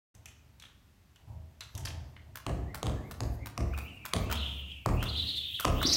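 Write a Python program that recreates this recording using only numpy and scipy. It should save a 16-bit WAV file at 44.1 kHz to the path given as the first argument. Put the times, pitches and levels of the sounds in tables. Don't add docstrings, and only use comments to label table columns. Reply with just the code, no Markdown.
import sys
import numpy as np
from scipy import signal
from scipy.fft import rfft, irfft
from scipy.io import wavfile
from scipy.ndimage import uniform_filter1d

SR = 44100
rng = np.random.default_rng(int(sys.argv[2]) if len(sys.argv) > 2 else 0)


def to_wav(sig):
    pcm = np.clip(np.atleast_2d(sig), -1, 1) * 32767
    pcm = np.round(pcm).astype(np.int16)
    wavfile.write(sys.argv[1], SR, pcm.T)


N = 262836
TIME = np.arange(N) / SR

# (frequency [Hz], density [dB])
RUMBLE_SPECTRUM = [(25, -25), (45, -2), (70, 1.5), (130, -6), (250, -11), (450, -22), (1000, -23),
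                   (2500, -24.5), (6000, -30), (16000, -37.5)]
CLACK_SPECTRUM = [(500, -9), (1000, -0.5), (1400, 1.5), (1800, 2), (2400, 1.5), (3100, 5.5), (3700, -1),
                  (4400, -3), (6000, -27), (16000, -43)]
CLICK_SPECTRUM = [(1500, -6), (4000, -8.5), (6000, 10.5), (8500, 1), (10500, 2), (14500, -10), (17000, -9)]
BOOM_SPECTRUM = [(22, -14), (42, -14.5), (70, 9.5), (90, 5), (130, 3.5), (175, -13.5), (300, -33),
                 (900, -17.5), (2000, -47)]
THUD_SPECTRUM = [(60, -21.5), (150, 5), (260, 4), (480, -3.5), (680, 0.5), (1100, -25), (1600, -17.5),
                 (2300, -20), (3800, -39), (7500, -29), (10000, -37), (16000, -64)]
SOLE_SPECTRUM = [(150, 1.5), (700, 16), (1300, -2.5), (1900, 3.5), (3300, 5), (7800, 0.5), (10500, -7.5),
                 (16000, -19)]
TICK_SPECTRUM = [(300, -13), (900, 10.5), (1400, 9), (2800, 3), (4300, 1), (7000, -4), (9500, -3.5),
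                 (12000, -14), (16000, 3)]
SIZZLE_SPECTRUM = [(3000, -11), (9000, -12), (12000, -8.5), (15000, -8.5), (17000, -28.5)]
# (frequency [Hz], reverberation time [s])
HALL_DECAY = [(60, 2.24), (250, 1.5), (1000, 0.88), (3000, 0.7), (6000, 0.65), (10000, 0.2), (15000, -0.6)]
# (frequency [Hz], ratio [dB])
REVERB_RATIO = [(60, -0.1), (400, -1.64), (1200, -4), (3000, -7), (7000, -6.5), (15000, -6)]
# (delay [s], level [dB])
WALL_ECHOES = [(.0293, -12), (.0492, -20)]
# (time [s],
# hollow clack [dB], bright click [dB], ring pitch [Hz])
HANDLE_HITS = [(0.15, -63, -55.5, 7500), (0.257, -45.5, -43.5, 2520), (0.282, -54.5, -60, 2400),
               (0.598, -51.5, -52, 3940), (0.622, -47.5, -50, 3400), (0.652, -51, -68, 3550),
               (1.159, -54, -60, 2900), (1.607, -37, -41, 3910), (1.751, -47, -41.5, 3700),
               (1.777, -48, -37.5, 6160), (1.851, -37.5, -39, 5260), (1.855, -37.5, -36.5, 4440),
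               (2.164, -46.5, -73, 2000)]
# (time [s], weight [dB])
SOFT_STEPS = [(0.147, -53.5), (0.43, -58.5), (0.8, -68), (1.19, -55.5), (1.271, -45.5), (1.741, -38.5),
              (1.849, -40), (2.26, -52.5)]
# (frequency [Hz], level [dB], t60 [s])
BOARD_RESONANCES = [(644, -26, 0.098), (924, -19.5, 0.022)]
# (time [s], level [dB])
TAKE_OFFS = [(5.024, -32.5), (5.854, -20.5)]
# (time [s], sway pitch [Hz], sway [dB], note pitch [Hz], note [dB], note rise [s], overtone [dB])
FLOOR_LOADS = [(1.276, 50, -60, 79.8, -43, 0.083, -47), (1.744, 50.7, -48, 80.6, -45.5, 0.13, -55),
               (2.465, 51.7, -35, 65.8, -38, 0.092, -35), (2.84, 47.7, -38.5, 67.8, -35.5, 0.089, -32),
               (3.2067, 49.5, -37, 67.5, -36.5, 0.088, -32), (3.578, 50.3, -35, 70.27, -30.5, 0.087, -35),
               (4.136, 46.95, -39, 69.6, -34, 0.23, -40), (4.86, 41.9, -29, 64.1, -41, 0.052, -26.5),
               (5.652, 41.6, -31, 72.8, -34, 0.093, -38)]
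# (time [s], sole click [dB], board knock [dB], weight [dB])
FOOTFALLS = [(2.466, -24.5, -36.5, -35), (2.83, -22, -37.5, -38), (2.868, -23, -40.5, -41),
             (3.2057, -23, -43, -38.5), (3.578, -23, -35, -37), (4.136, -12.5, -28.5, -32),
             (4.861, -18, -28, -31.5), (5.648, -22, -28.5, -36.5), (5.652, -14, -23.5, -35.5)]
# (time [s], tick [dB], board knock [dB], sizzle [dB], slap delay [s], slap [dB])
ROPE_STRIKES = [(2.357, -32.5, -34.5, -38, 0.015, -35), (2.7465, -29.5, -26.5, -35.5, 0.0079, -34),
                (3.112, -32, -33, -44, 0.0061, -39), (3.46, -35, -34, -38, 0.01, -33),
                (3.738, -46, -29.5, -66, 0.029, -48), (3.7775, -35, -32, -40.5, 0.0094, -32.5),
                (4.0537, -32, -26, -34.5, 0.0069, -30.5), (4.301, -32, -24.5, -60, 0.011, -39),
                (4.314, -24.5, -23, -45, 0.012, -18.5), (5.028, -25.5, -23.5, -39.5, 0.011, -33),
                (5.5996, -40, -20, -26, .0079, -31), (5.8173, -31, -18.5, -47, 0.012, -18.5)]
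# (time [s], whistle pitch at the tip [Hz], level [dB])
SWING_CURVE = [(2.55, 1520, -77), (2.648, 1800, -70), (2.704, 2080, -60), (2.76, 2210, -68),
               (2.88, 1505, -72), (3.0, 1843, -60), (3.078, 2290, -69), (3.281, 1560, -80),
               (3.385, 1973, -70), (3.424, 2340, -58), (3.47, 2260, -79), (3.62, 1700, -66),
               (3.72, 2296, -58), (3.8, 2623, -50), (3.88, 2840, -51.5), (4.03, 2760, -55),
               (4.219, 2344, -52), (4.29, 2883, -50.5), (4.37, 3600, -37.5), (4.498, 3586, -39),
               (4.641, 3280, -50), (4.769, 3063, -48), (4.861, 2650, -58.5), (4.94, 2380, -54),
               (5.02, 3257, -38.5), (5.1, 3698, -39.5), (5.2, 4003, -35), (5.37, 4074, -36.5),
               (5.48, 3750, -41.5), (5.58, 3600, -41.5), (5.72, 2630, -49.5), (5.78, 3218, -43.5),
               (5.84, 4203, -31.5), (5.9, 4747, -24.5), (5.96, 5270, -26.5)]
# (time [s], speed gained [fraction], level gained [dB])
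WRIST_WHIPS = [(3.744, .18, 4.5), (3.892, 0.0585, 5.5), (3.97, 0.065, 5), (4.395, 0.096, -3.5),
               (4.72, 0.082, 5.5), (5.095, .19, 3.5), (5.18, 0.094, 2.5), (5.295, .12, 3.5),
               (5.377, 0.0503, 7), (5.565, 0.096, 4), (5.874, 0.29, 2.5), (5.938, .3, 9)]


def from_db(db):
    return 10 ** (np.asarray(db) / 20)


def rms_one(x):
    return x / np.sqrt(np.mean(x ** 2) + 1e-20)


def at_hz(points, hz):
    f, value = np.transpose(points)
    return np.interp(np.log(np.maximum(hz, 1)), np.log(f), value)


def convolve(x, response):
    return signal.fftconvolve(x, response)[:N]


def colour(x, spectrum, size=8192):
    gain = from_db(at_hz(spectrum, np.fft.rfftfreq(size, 1 / SR)))
    cepstrum = irfft(np.log(gain))
    cepstrum[1:size // 2] *= 2
    cepstrum[size // 2 + 1:] = 0
    response = irfft(np.exp(rfft(cepstrum)))
    return convolve(x, response / np.linalg.norm(response))


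def drift(rate):
    knots = rng.standard_normal(N // 8)
    return np.interp(TIME * rate, np.arange(len(knots)), knots)


def blows(times, levels_db):
    out = np.zeros(N)
    samples = np.round(np.asarray(times) * SR).astype(int)
    out[np.clip(samples, 0, N - 1)] = from_db(levels_db)
    return out


def rattle(hits, t60, rise_s):
    t = TIME[:SR]
    envelope = from_db(-60 * t / t60) * (1 - np.exp(-t / rise_s))
    return convolve(hits, envelope) * rng.standard_normal(N)


def ring(hits, hz, t60, rise_s):
    t = TIME[:2 * SR]
    envelope = from_db(-60 * t / t60) * (1 - np.exp(-t / rise_s))
    return convolve(hits, np.sin(2 * np.pi * hz * t) * envelope)


def swell(at, hz, peak_s):
    t = np.maximum(TIME - at, 0)
    return np.sin(2 * np.pi * hz * t) * (t / peak_s * np.exp(1 - t / peak_s)) ** 2


def knock(hits, hz, lead_s, fade_s):
    advance = SR // 100
    t = TIME[:SR // 20] - TIME[advance]
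    early = np.minimum(t, 0)
    pitch = hz * (1 - early / 0.01198)
    envelope = np.exp(early / lead_s - np.maximum(t, 0) / fade_s)
    wave = np.sin(2 * np.pi * np.cumsum(pitch) / SR) * envelope
    return convolve(hits, wave)[np.minimum(np.arange(N) + advance, N - 1)]


def building_rumble():
    return from_db(-63.5) * colour(rng.standard_normal(N), RUMBLE_SPECTRUM)


def hall_response():
    t = TIME[:3 * SR // 2]
    edges = np.geomspace(25, 18000, 16)
    white = rng.standard_normal((2, len(t)))
    onset = (1 + 0.5 * np.exp(-t / 0.15)) * (1 - np.exp(-t / 0.011))
    response = np.zeros(len(t))
    for k, (low, high) in enumerate(zip(edges, edges[1:])):
        hz = np.sqrt(low * high)
        band = signal.sosfilt(signal.butter(2, [low, high], "band", fs=SR, output="sos"), white[k % 2])
        tail = band * onset * from_db(-60 * t / at_hz(HALL_DECAY, hz))
        gain = np.sqrt(2 * (high - low) / SR) * from_db(at_hz(REVERB_RATIO, hz))
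        response += gain * tail / np.linalg.norm(tail)
    echoes = blows(*np.transpose(WALL_ECHOES))[:len(t)]
    return response + signal.lfilter([.8], [1, -.35], echoes)


def hall(x, spots=4, moves_per_s=3):
    spot = (TIME * moves_per_s).astype(int) % spots
    shares = [uniform_filter1d((spot == k) * 1., size=256) for k in range(spots)]
    return x + sum(convolve(x * share, hall_response()) for share in shares)


def handles():
    s, hollow_db, bright_db, _ = np.transpose(HANDLE_HITS)
    hollow, bright = blows(s, hollow_db), blows(s, bright_db)
    loose = from_db(-12) * rattle(hollow, t60=0.23, rise_s=0.015) * from_db(7.9 * drift(180))
    clack = colour(rattle(hollow, t60=0.019, rise_s=0.00052) + loose, CLACK_SPECTRUM)
    click = colour(rattle(bright, t60=0.017, rise_s=0.00072), CLICK_SPECTRUM)
    rustle = colour(rattle(bright, t60=0.26, rise_s=0.0047) * from_db(1.1 * drift(210)), CLICK_SPECTRUM)
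    rings = np.zeros(N)
    for at, db, _, hz in HANDLE_HITS:
        chatter = rattle(blows([at], db), t60=0.061, rise_s=0.0005)
        rings += ring(chatter, hz, t60=0.0061, rise_s=0.000096)
    return clack + from_db(6) * click + from_db(-16) * rustle + from_db(-10) * rings


def steps():
    weight = blows(*np.transpose(SOFT_STEPS))
    roll = rattle(weight, t60=1.0, rise_s=0.006)
    wood = np.zeros(N)
    for hz, db, t60 in BOARD_RESONANCES:
        energy_scale = np.sqrt(4 * np.log(1000) / (t60 * SR))
        wood += from_db(db) * energy_scale * ring(roll, hz, t60, rise_s=0.0026)
    boom = colour(rattle(weight, t60=0.61, rise_s=0.0052), BOOM_SPECTRUM)
    return from_db(-17) * colour(roll, THUD_SPECTRUM) + wood + boom


def push_offs():
    hits = blows(*np.transpose(TAKE_OFFS))
    shudder = colour(rattle(hits, t60=0.38, rise_s=0.0023), THUD_SPECTRUM)
    return knock(hits, hz=281.9, lead_s=0.0017, fade_s=0.0032) + from_db(-16) * shudder


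def sprung_floor():
    out = np.zeros(N)
    for s, sway_hz, sway_db, note_hz, note_db, rise_s, overtone_db in FLOOR_LOADS:
        out += from_db(sway_db) * swell(s, sway_hz, peak_s=0.071)
        out += from_db(note_db) * swell(s, note_hz, rise_s)
        overtone_hz = 113.44 * (1 + 0.024 * rng.standard_normal())
        out += ring(blows([s], overtone_db), overtone_hz, t60=0.89, rise_s=0.0017)
    return out * from_db(1.4 * drift(24))


def feet(heel_delay_s=.0275):
    s, click_db, knock_db, weight_db = np.transpose(FOOTFALLS)
    heel_s = s + heel_delay_s
    soles = blows(s, click_db) + blows(heel_s, click_db - 19)
    skid = rattle(soles, t60=.004, rise_s=.0001)
    slap = colour(from_db(7) * soles + from_db(2.5) * skid, SOLE_SPECTRUM)
    knocks = blows(s, knock_db) + blows(heel_s, knock_db - 16.5)
    boards = from_db(10) * knock(knocks, hz=1111, lead_s=0.00091, fade_s=0.0012)
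    toes, heels = blows(s, weight_db), blows(heel_s, weight_db + 1)
    shudder = rattle(toes, t60=0.51, rise_s=0.0022) + rattle(heels, t60=0.08, rise_s=0.00065)
    thud = colour(shudder, THUD_SPECTRUM)
    boom = colour(rattle(toes, t60=0.74, rise_s=0.018), BOOM_SPECTRUM)
    return slap + boards + from_db(-0.5) * (thud + boom)


def rope_taps():
    s, tick_db, knock_db, sizzle_db, delay_s, slap_db = np.transpose(ROPE_STRIKES)
    slap_s = s + delay_s
    ticks = blows(s, tick_db) + blows(slap_s, slap_db)
    treble = blows(s, sizzle_db) + blows(slap_s, sizzle_db - 3)
    knocks = blows(s, knock_db) + blows(slap_s, knock_db - 16)
    skid = from_db(-7) * rattle(ticks, t60=0.043, rise_s=.0001)
    crack = colour(from_db(9.5) * ticks + skid, TICK_SPECTRUM)
    burst = rattle(treble, t60=0.013, rise_s=.0001)
    tail = from_db(-22) * rattle(treble, t60=0.14, rise_s=0.0041)
    sizzle = colour(from_db(9) * treble + burst + tail, SIZZLE_SPECTRUM)
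    boards = from_db(-7) * knock(knocks, hz=1303.3, lead_s=0.0028, fade_s=0.0015)
    ringing = from_db(-10.5) * ring(knocks, hz=1254, t60=.04, rise_s=.0005)
    return crack + sizzle + boards + ringing


def swing(whip_half_width_s=.015):
    s, hz, db = np.transpose(SWING_CURVE)
    tip_hz, level_db = np.interp(TIME, s, hz), np.interp(TIME, s, db, left=-120)
    for at, share, gain_db in WRIST_WHIPS:
        surge = np.exp(-((TIME - at) / whip_half_width_s) ** 2)
        tip_hz *= 1 + share * surge
        level_db += gain_db * surge
    return tip_hz, level_db


def rope_whistle(stretches=7):
    tip_hz, level_db = swing()
    spread = np.clip(.22 * np.log2(tip_hz / 1700) + .04, .09, .3)
    tones = np.zeros(N)
    for inward in np.linspace(0, 1, stretches):
        fray, bend = .19 * drift(1800), .17 * drift(80)
        hz = tip_hz * (1 - spread * inward) * (1 + spread * (fray + bend))
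        flutter = from_db(4.5 * drift(110))
        strength = np.exp(-((inward - .3) / 0.58) ** 2)
        tones += strength * flutter * np.sin(2 * np.pi * np.cumsum(hz) / SR)
    wake = colour(rng.standard_normal(N),
                  [(200, -38), (1200, -18), (1900, 8), (2600, 9), (6000, 4), (9000, 4), (16000, -4)])
    waver_db = np.interp(tip_hz, [2200, 3600], [4.5, 1.5])
    tones *= from_db(waver_db * drift(38))
    return from_db(level_db) * (rms_one(tones) + from_db(-20) * wake)


def scene():
    rumble = building_rumble()
    jumper = feet() + steps() + push_offs()
    rope = rope_taps() + handles() + rope_whistle()
    return (hall(jumper + rope) + sprung_floor() + rumble)[None]


def record(dry, start_s=0.142, cutoff_hz=16000):
    gate = np.clip((TIME - start_s) / 0.0019, 0, 1)
    heard = colour(dry[0] * gate, [(20, 2), (8800, -1), (10400, -2.5), (11800, 2), (16000, 1)])
    lowpass = signal.firwin(161, cutoff_hz, fs=SR, window="blackman")
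    return np.convolve(heard, lowpass, "same")[None]


dry = scene()
out = record(dry)
to_wav(out)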